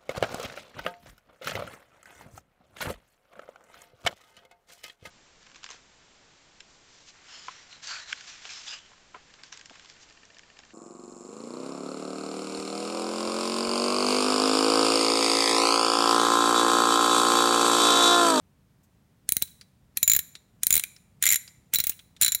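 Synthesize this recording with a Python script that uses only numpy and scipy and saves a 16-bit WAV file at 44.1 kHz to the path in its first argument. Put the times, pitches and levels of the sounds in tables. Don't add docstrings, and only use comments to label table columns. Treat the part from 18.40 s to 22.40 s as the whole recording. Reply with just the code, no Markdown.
import sys
import numpy as np
from scipy import signal
from scipy.fft import rfft, irfft, next_fast_len
from scipy.io import wavfile
from scipy.ndimage import uniform_filter1d, minimum_filter1d

SR = 44100
rng = np.random.default_rng(int(sys.argv[2]) if len(sys.argv) > 2 else 0)


def log_audio(samples):
    frames = np.atleast_2d(samples).T
    limited = np.clip(frames, -1, 1)
    pcm = np.round(limited * 32767).astype(np.int16)
    wavfile.write(sys.argv[1], SR, pcm)


N = 176400

# (frequency [Hz], level [dB])
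RUMBLE_COLOUR = [(20, -38), (43, -1.5), (175, -0.5), (344, -15.5), (4740, -33), (16000, -37)]
# (time [s], level [dB])
TICKS = [(1.0187, -36), (1.076, -53.5), (1.2115, -45), (1.9524, -40), (2.5631, -49.5), (3.0772, -45),
         (3.334, -35), (3.398, -32), (3.518, -45), (3.5917, -46.5), (3.7648, -50.5), (3.826, -25)]
# (frequency [Hz], level [dB per Hz])
TICK_COLOUR = [(300, -2.5), (900, -14), (1400, 0), (2300, 2.5), (4000, -2.5), (6000, -2), (10000, -5),
               (16000, -21.5)]
# (frequency [Hz], level [dB per Hz])
SNAP_COLOUR = [(600, -40.5), (1400, -19), (3000, -8.5), (4800, -11), (6300, 0), (8500, -1), (10500, -10.5),
               (11500, -1), (12300, -7.5), (14000, 1.5), (16500, -9)]
MODES = { "low": [(3945, -2.5, 0.058), (4200, -9, 0.04)], "middle": [(5615, -14.5, 0.045)],
         "main": [(7100, -1.5, 0.055), (7000, -10, 0.028), (7380, -13.5, 0.031)],
         "high": [(11290, -9, 0.02), (11420, -8, 0.024)], "top": [(14720, -11, 0.022), (15520, -6, .016)], }
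# (frequency [Hz], level [dB])
ROOM_COLOUR = [(100, -10), (1000, -0.5), (2250, -0.5), (2900, -6.5), (4000, -1.5), (4800, -4.5), (7100, -3),
               (8400, -4), (9700, 0.5), (10600, -2), (11400, -1.5), (13000, -5.5), (15600, -4)]
# (start time [s], length of the chatter [factor],
# middle ring relative to the low ring [dB], thud [dB])
STROKES = [(.85, 0.61, -13.5, 0.5), (1.5, 1.02, 0, -1), (2.2, 0.81, 1, -0.5), (2.8, 1.44, 9, -2.5),
           (3.3, 2.1, 2.5, -0.5), (3.8, 1.86, 2.5, -1)]
# (time [s], strength [dB],
# knock of the head [dB], low ring [dB], main ring [dB], top ping [dB])
TEETH = [(0.8909, -22.5, -16, -12.5, -33.5, -4.5), (0.9215, -20.5, -21.5, -15, -27, -2),
         (0.9677, -24, -15, -9.5, -25, 4.5), (1.023, -23, -16.5, -5.5, -12, 3.5),
         (1.572, -23, -12, -7, -16, -6.5), (1.6295, -21, -13.5, -8.5, 0.5, 1),
         (1.6774, -25, -6, -10.5, 9.5, 6.5), (1.6977, -21.5, -7.5, -5.5, 7.5, 2.5),
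         (1.7165, -25, -4.5, -3, 7.5, 1.5), (1.7346, -25, -6.5, -8.5, 4, 4),
         (1.7496, -32, -2, 0.5, -9, 6.5), (1.764, -25.5, -8.5, -11, -4, 5.5),
         (1.7906, -25, -11.5, -11, -9, 0.5), (2.2331, -21, -14, -12, -12, -8.5),
         (2.2683, -19.5, -19, -17.5, -23, -5.5), (2.306, -21, -4, -18, -1.5, 2),
         (2.3264, -21, -12.5, -9.5, 1.5, 1.5), (2.3403, -23, -8, -15, -7, 1),
         (2.3543, -22.5, -11, -10, -24.5, -2.5), (2.366, -26.5, -6, -11.5, -27, 5.5),
         (2.3778, -25.5, -9, -6, -28.5, 1), (2.3962, -26, -7, -14.5, -33, -17.5),
         (2.4375, -27.5, -7.5, -16.5, -29.5, -33.5), (2.825, -23.5, -5.5, -9.5, -0.5, -2.5),
         (2.8376, -24.5, -2, -11.5, -3, -7), (2.8551, -24, -5, -17, -2.5, -6.5),
         (2.8655, -23, -1.5, -10.5, 1, -6.5), (2.875, -24.5, -4.5, -5.5, 1.5, -7.5),
         (2.8891, -22, -10, -10.5, 1.5, -4.5), (2.9036, -25, -6, -14, 5, -21.5),
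         (2.915, -26, -7.5, -20, -1.5, 0), (2.9235, -19.5, -12, -20, -6.5, -6.5),
         (2.9322, -25.5, -7.5, -7.5, -3.5, -2.5), (2.9427, -26.5, -6.5, -13, -2.5, -1),
         (2.958, -23.5, -13, -10, -1, -9), (3.337, -23.5, -7, -6.5, -9, -2.5),
         (3.3464, -24, -5.5, -18.5, -5.5, -5), (3.3578, -31.5, -8.5, 6.5, -4, 8),
         (3.3858, -28, -3, -11, -14, 4), (3.4019, -29.5, -8, 2, -4, 7.5),
         (3.4391, -28.5, -9, -14, -10.5, -2.5), (3.469, -27.5, -10, -13.5, -12, 3.5),
         (3.495, -25.5, -11.5, -16.5, -14, 2.5), (3.813, -22.5, -7.5, -14, -4, -5.5),
         (3.8214, -22, -8, -11, 3, -3.5), (3.831, -24, -6, 0.5, 1, -4), (3.8466, -23, -7.5, -2.5, -0.5, -8),
         (3.8621, -28.5, 0.5, 5, 3, -5), (3.8801, -27.5, -3.5, 1.5, 1, 3), (3.92, -27, -7, -1.5, 2.5, -6),
         (3.948, -26, -10, -4.5, 2, -0.5)]
# (time [s], head resonance [Hz], its level [dB],
# lean from the high ring towards the pawl resonance [dB])
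GRIP = [(0.891, 2147, -7, 3.5), (1.57, 2400, -5, -3), (1.681, 2387, -6.5, 3), (1.79, 1796, -5, -6.5),
        (2.23, 2500, -7.5, 0), (2.35, 2294, -10, 6), (2.439, 2234, 4, -1), (2.825, 1873, -7, 2.5),
        (2.90, 2334, 2, -3), (2.96, 1840, 0.5, 0.5), (3.339, 2320, -9, 0.5), (3.81, 1500, -16, 5.5),
        (3.86, 1390, -14, 6), (3.95, 2070, -6, -6.5)]
# (frequency [Hz], level [dB per Hz])
KNOCK_COLOUR = [(850, -31), (1400, -7), (2300, 2), (2900, -5.5), (3500, 2), (5000, -12.5), (9000, -44)]
# (frequency [Hz], level [dB per Hz])
PING_COLOUR = [(12500, -32), (14200, -14), (14750, 5.5), (15100, -12), (15550, -3), (16500, -22)]
# (frequency [Hz], level [dB])
THUD_COLOUR = [(30, -21.5), (70, 2), (200, -1), (650, -14), (1300, -26.5), (5000, -70)]

STRIKE_S, RING_S = .01, .3
RUMBLE_DB = -62
RUMBLE_SWELL_DB, RUMBLE_SWELL_HZ, RUMBLE_SPLIT_HZ = 1.5, 14, 300

BRUSH_START_S, BRUSH_DB, BRUSH_T60_S = 0.43, -65.5, .06
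TICK_T60_S, TICK_RING_DB = 0.048, -11.5
TICK_LOWEST_HZ, TICK_HIGHEST_HZ = 2190, 5514

RING_ATTACK_S = 0.00033
DETUNE, MODE_SCATTER_DB, DECAY_SCATTER = .0025, 2.2, .2
AFTER_RING_DB, AFTER_RING_LENGTH = -42, 2
GRIP_DAMPING = 0.27
FREE_RING_DB = 6

ROOM_DB, ROOM_T60_S, ROOM_TOP_T60_S, ROOM_DELAY_S = -18.5, 0.53, .36, 0.0076
EARLY_DB, EARLY_T60_S = -17.5, 0.068

SNAP_DB, SNAP_T60_S = -2.5, 0.011
RATTLE_DB, RATTLE_T60_S = -8.5, 0.016
KNOCK_DB, KNOCK_T60_S, KNOCK_ATTACK_S = -3, 0.027, 0.00089
PING_DB, PING_T60_S = -2.5, 0.0014
PAWL_HZ, PAWL_DB, RESONANCE_WIDTH_HZ = 9663, -5.5, 320
HEAD_T60_S, HEAD_UPPER_RATIO, HEAD_UPPER_DB = 0.013, 1.54, -14.5
PAWL_SHIFT, HEAD_SHIFT = .014, .056
THUD_DB = -20
CLIMB_DB, CLIMB_S = -22, 0.0055

TOP_HZ, CEILING_DB, LIMITER_S = 16300, -2.6, .002


def amp(db):
    return 10 ** (np.asarray(db) / 20)


def unit(x):
    return x / np.sqrt(np.sum(x ** 2))


def fade(t, t60):
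    return np.exp(-np.log(1000) * t / t60)


def colour(x, points):
    hz, db = np.array(points, float).T
    n = next_fast_len(len(x)) * 2
    f = np.maximum(np.arange(n // 2 + 1) * SR / n, 1)
    log_gain = np.log(amp(np.interp(np.log(f), np.log(hz), db)))
    cepstrum = irfft(log_gain, n)
    cepstrum[1:n // 2] *= 2
    cepstrum[n // 2 + 1:] = 0
    response = np.exp(rfft(cepstrum))
    return irfft(rfft(x, n) * response, n)[:len(x)]


def add(out, s, x):
    i = int(s * SR)
    out[i:i + len(x)] += x[:len(out) - i] * np.sqrt(STRIKE_S * SR)


def rumble():
    noise = colour(rng.standard_normal(N), RUMBLE_COLOUR)
    background = amp(RUMBLE_DB) * np.sqrt(N) * unit(noise)
    split = signal.butter(2, RUMBLE_SPLIT_HZ, fs=SR, output="sos")
    bass = signal.sosfiltfilt(split, background)
    steps = rng.standard_normal(N // 100)
    swell = np.interp(np.arange(N) / SR * RUMBLE_SWELL_HZ, np.arange(len(steps)), steps)
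    return background + bass * (amp(RUMBLE_SWELL_DB * swell) - 1)


def contact(envelope, points):
    burst = rfft(rng.standard_normal(len(envelope)) * envelope)
    even = irfft(burst / np.abs(burst), len(envelope))
    return unit(colour(even * envelope ** (1 / 4), points))


def resonate(x, hz, width_hz):
    return unit(signal.lfilter(*signal.iirpeak(hz, hz / width_hz, fs=SR), x))


def ring(t, family, stretch=1):
    out = 0
    for hz, db, t60 in MODES[family]:
        detune, size, hold = rng.standard_normal(3)
        main_decay = fade(t, t60 * stretch * np.exp(DECAY_SCATTER * hold))
        after_ring = amp(AFTER_RING_DB) * fade(t, t60 * AFTER_RING_LENGTH)
        attack = 1 - np.exp(-t / RING_ATTACK_S)
        tone = np.sin(2 * np.pi * (hz * (1 + DETUNE * detune) * t + rng.random()))
        wave = tone * attack * (main_decay + after_ring)
        strike_energy = np.sum(wave[t < STRIKE_S] ** 2)
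        out = out + amp(db + MODE_SCATTER_DB * size) * wave / np.sqrt(strike_energy)
    return out


def handling():
    out, t = np.zeros(N), np.arange(int(RING_S * SR)) / SR
    for s, db in TICKS:
        tap = contact(fade(t, TICK_T60_S), TICK_COLOUR)
        steel = ring(t, "low") + ring(t, "main") / 2 + 2 * ring(t, "middle")
        part_hz = rng.uniform(TICK_LOWEST_HZ, TICK_HIGHEST_HZ)
        tick = (tap + resonate(tap, part_hz, RESONANCE_WIDTH_HZ)) / 2
        add(out, s, amp(db) * (tick + amp(TICK_RING_DB) * steel))
    brush = contact(t * fade(t, BRUSH_T60_S), SNAP_COLOUR)
    add(out, BRUSH_START_S, amp(BRUSH_DB) * brush)
    return out


def room(x):
    t = np.arange(SR) / SR
    noise = rng.standard_normal(SR)
    low = signal.sosfiltfilt(signal.butter(2, 9000, fs=SR, output="sos"), noise)
    tail = unit(low * fade(t, ROOM_T60_S) + (noise - low) * fade(t, ROOM_TOP_T60_S))
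    early = unit(rng.standard_normal(SR) ** 3 * fade(t, EARLY_T60_S))
    answer = colour(amp(ROOM_DB) * tail + amp(EARLY_DB) * early, ROOM_COLOUR)
    delayed = np.pad(answer, (int(ROOM_DELAY_S * SR), 0))
    return signal.fftconvolve(x, delayed)[:N]


def hollow(t, hz):
    lower = np.sin(2 * np.pi * hz * t)
    upper = amp(HEAD_UPPER_DB) * np.sin(2 * np.pi * hz * HEAD_UPPER_RATIO * t)
    attack = 1 - np.exp(-t / KNOCK_ATTACK_S)
    return unit((lower + upper) * attack * fade(t, HEAD_T60_S))


def ratchet():
    out, t = np.zeros(N), np.arange(int(RING_S * SR)) / SR
    thud = unit(colour(signal.unit_impulse(len(t)), THUD_COLOUR))
    grip_s, *grip = np.array(GRIP).T
    for s, db, knock_db, low_db, main_db, top_db in TEETH:
        _, length, middle_db, thud_db = [row for row in STROKES if row[0] <= s][-1]
        head_hz, head_db, lean_db = (np.interp(s, grip_s, column) for column in grip)
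        pawl_hz = PAWL_HZ * (1 + PAWL_SHIFT * rng.standard_normal())
        head_hz = head_hz * (1 + HEAD_SHIFT * rng.standard_normal())

        climb = contact(np.exp((t - RING_S) / CLIMB_S), TICK_COLOUR)
        add(out, s - RING_S, amp(db + knock_db / 2 + CLIMB_DB) * climb)

        rattle = amp(RATTLE_DB) * fade(t, RATTLE_T60_S * length)
        chatter = fade(t, SNAP_T60_S * length) + rattle
        snap = amp(SNAP_DB) * contact(chatter, SNAP_COLOUR)
        pawl = resonate(contact(chatter, SNAP_COLOUR), pawl_hz, RESONANCE_WIDTH_HZ)
        snap = snap + amp(PAWL_DB + lean_db) * pawl

        blow = (1 - np.exp(-t / KNOCK_ATTACK_S)) * fade(t, KNOCK_T60_S * length)
        knock = amp(KNOCK_DB) * contact(blow, KNOCK_COLOUR) + amp(head_db) * hollow(t, head_hz)

        ping_noise = contact(fade(t, PING_T60_S * length), PING_COLOUR)
        ping = amp(PING_DB) * ping_noise + ring(t, "top", length)

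        steel = amp(low_db + middle_db) * ring(t, "middle") + amp(-lean_db) * ring(t, "high", length)
        for family, ring_db in (("low", low_db), ("main", main_db)):
            stretch = amp(GRIP_DAMPING * (ring_db - FREE_RING_DB))
            steel = steel + amp(ring_db) * ring(t, family, stretch)

        low_thud = amp(THUD_DB + thud_db + top_db) * thud
        tooth = snap + steel + amp(knock_db) * knock + amp(top_db) * ping + low_thud
        add(out, s, amp(db) * tooth)
    return out


def scene():
    wrench = ratchet() + handling()
    return (wrench + room(wrench) + rumble())[None]


def record(dry):
    top = signal.ellip(8, .2, 70, TOP_HZ, fs=SR, output="sos")
    bass_cut = signal.butter(2, 40, "high", fs=SR, output="sos")
    x = signal.sosfilt(bass_cut, signal.sosfilt(top, dry))
    size = int(LIMITER_S * SR) | 1
    needed = 1 / np.maximum(np.abs(x) / amp(CEILING_DB), 1)
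    gain = uniform_filter1d(minimum_filter1d(needed, size), size)
    return signal.sosfiltfilt(top, x * gain)


dry = scene()
out = record(dry)
log_audio(out)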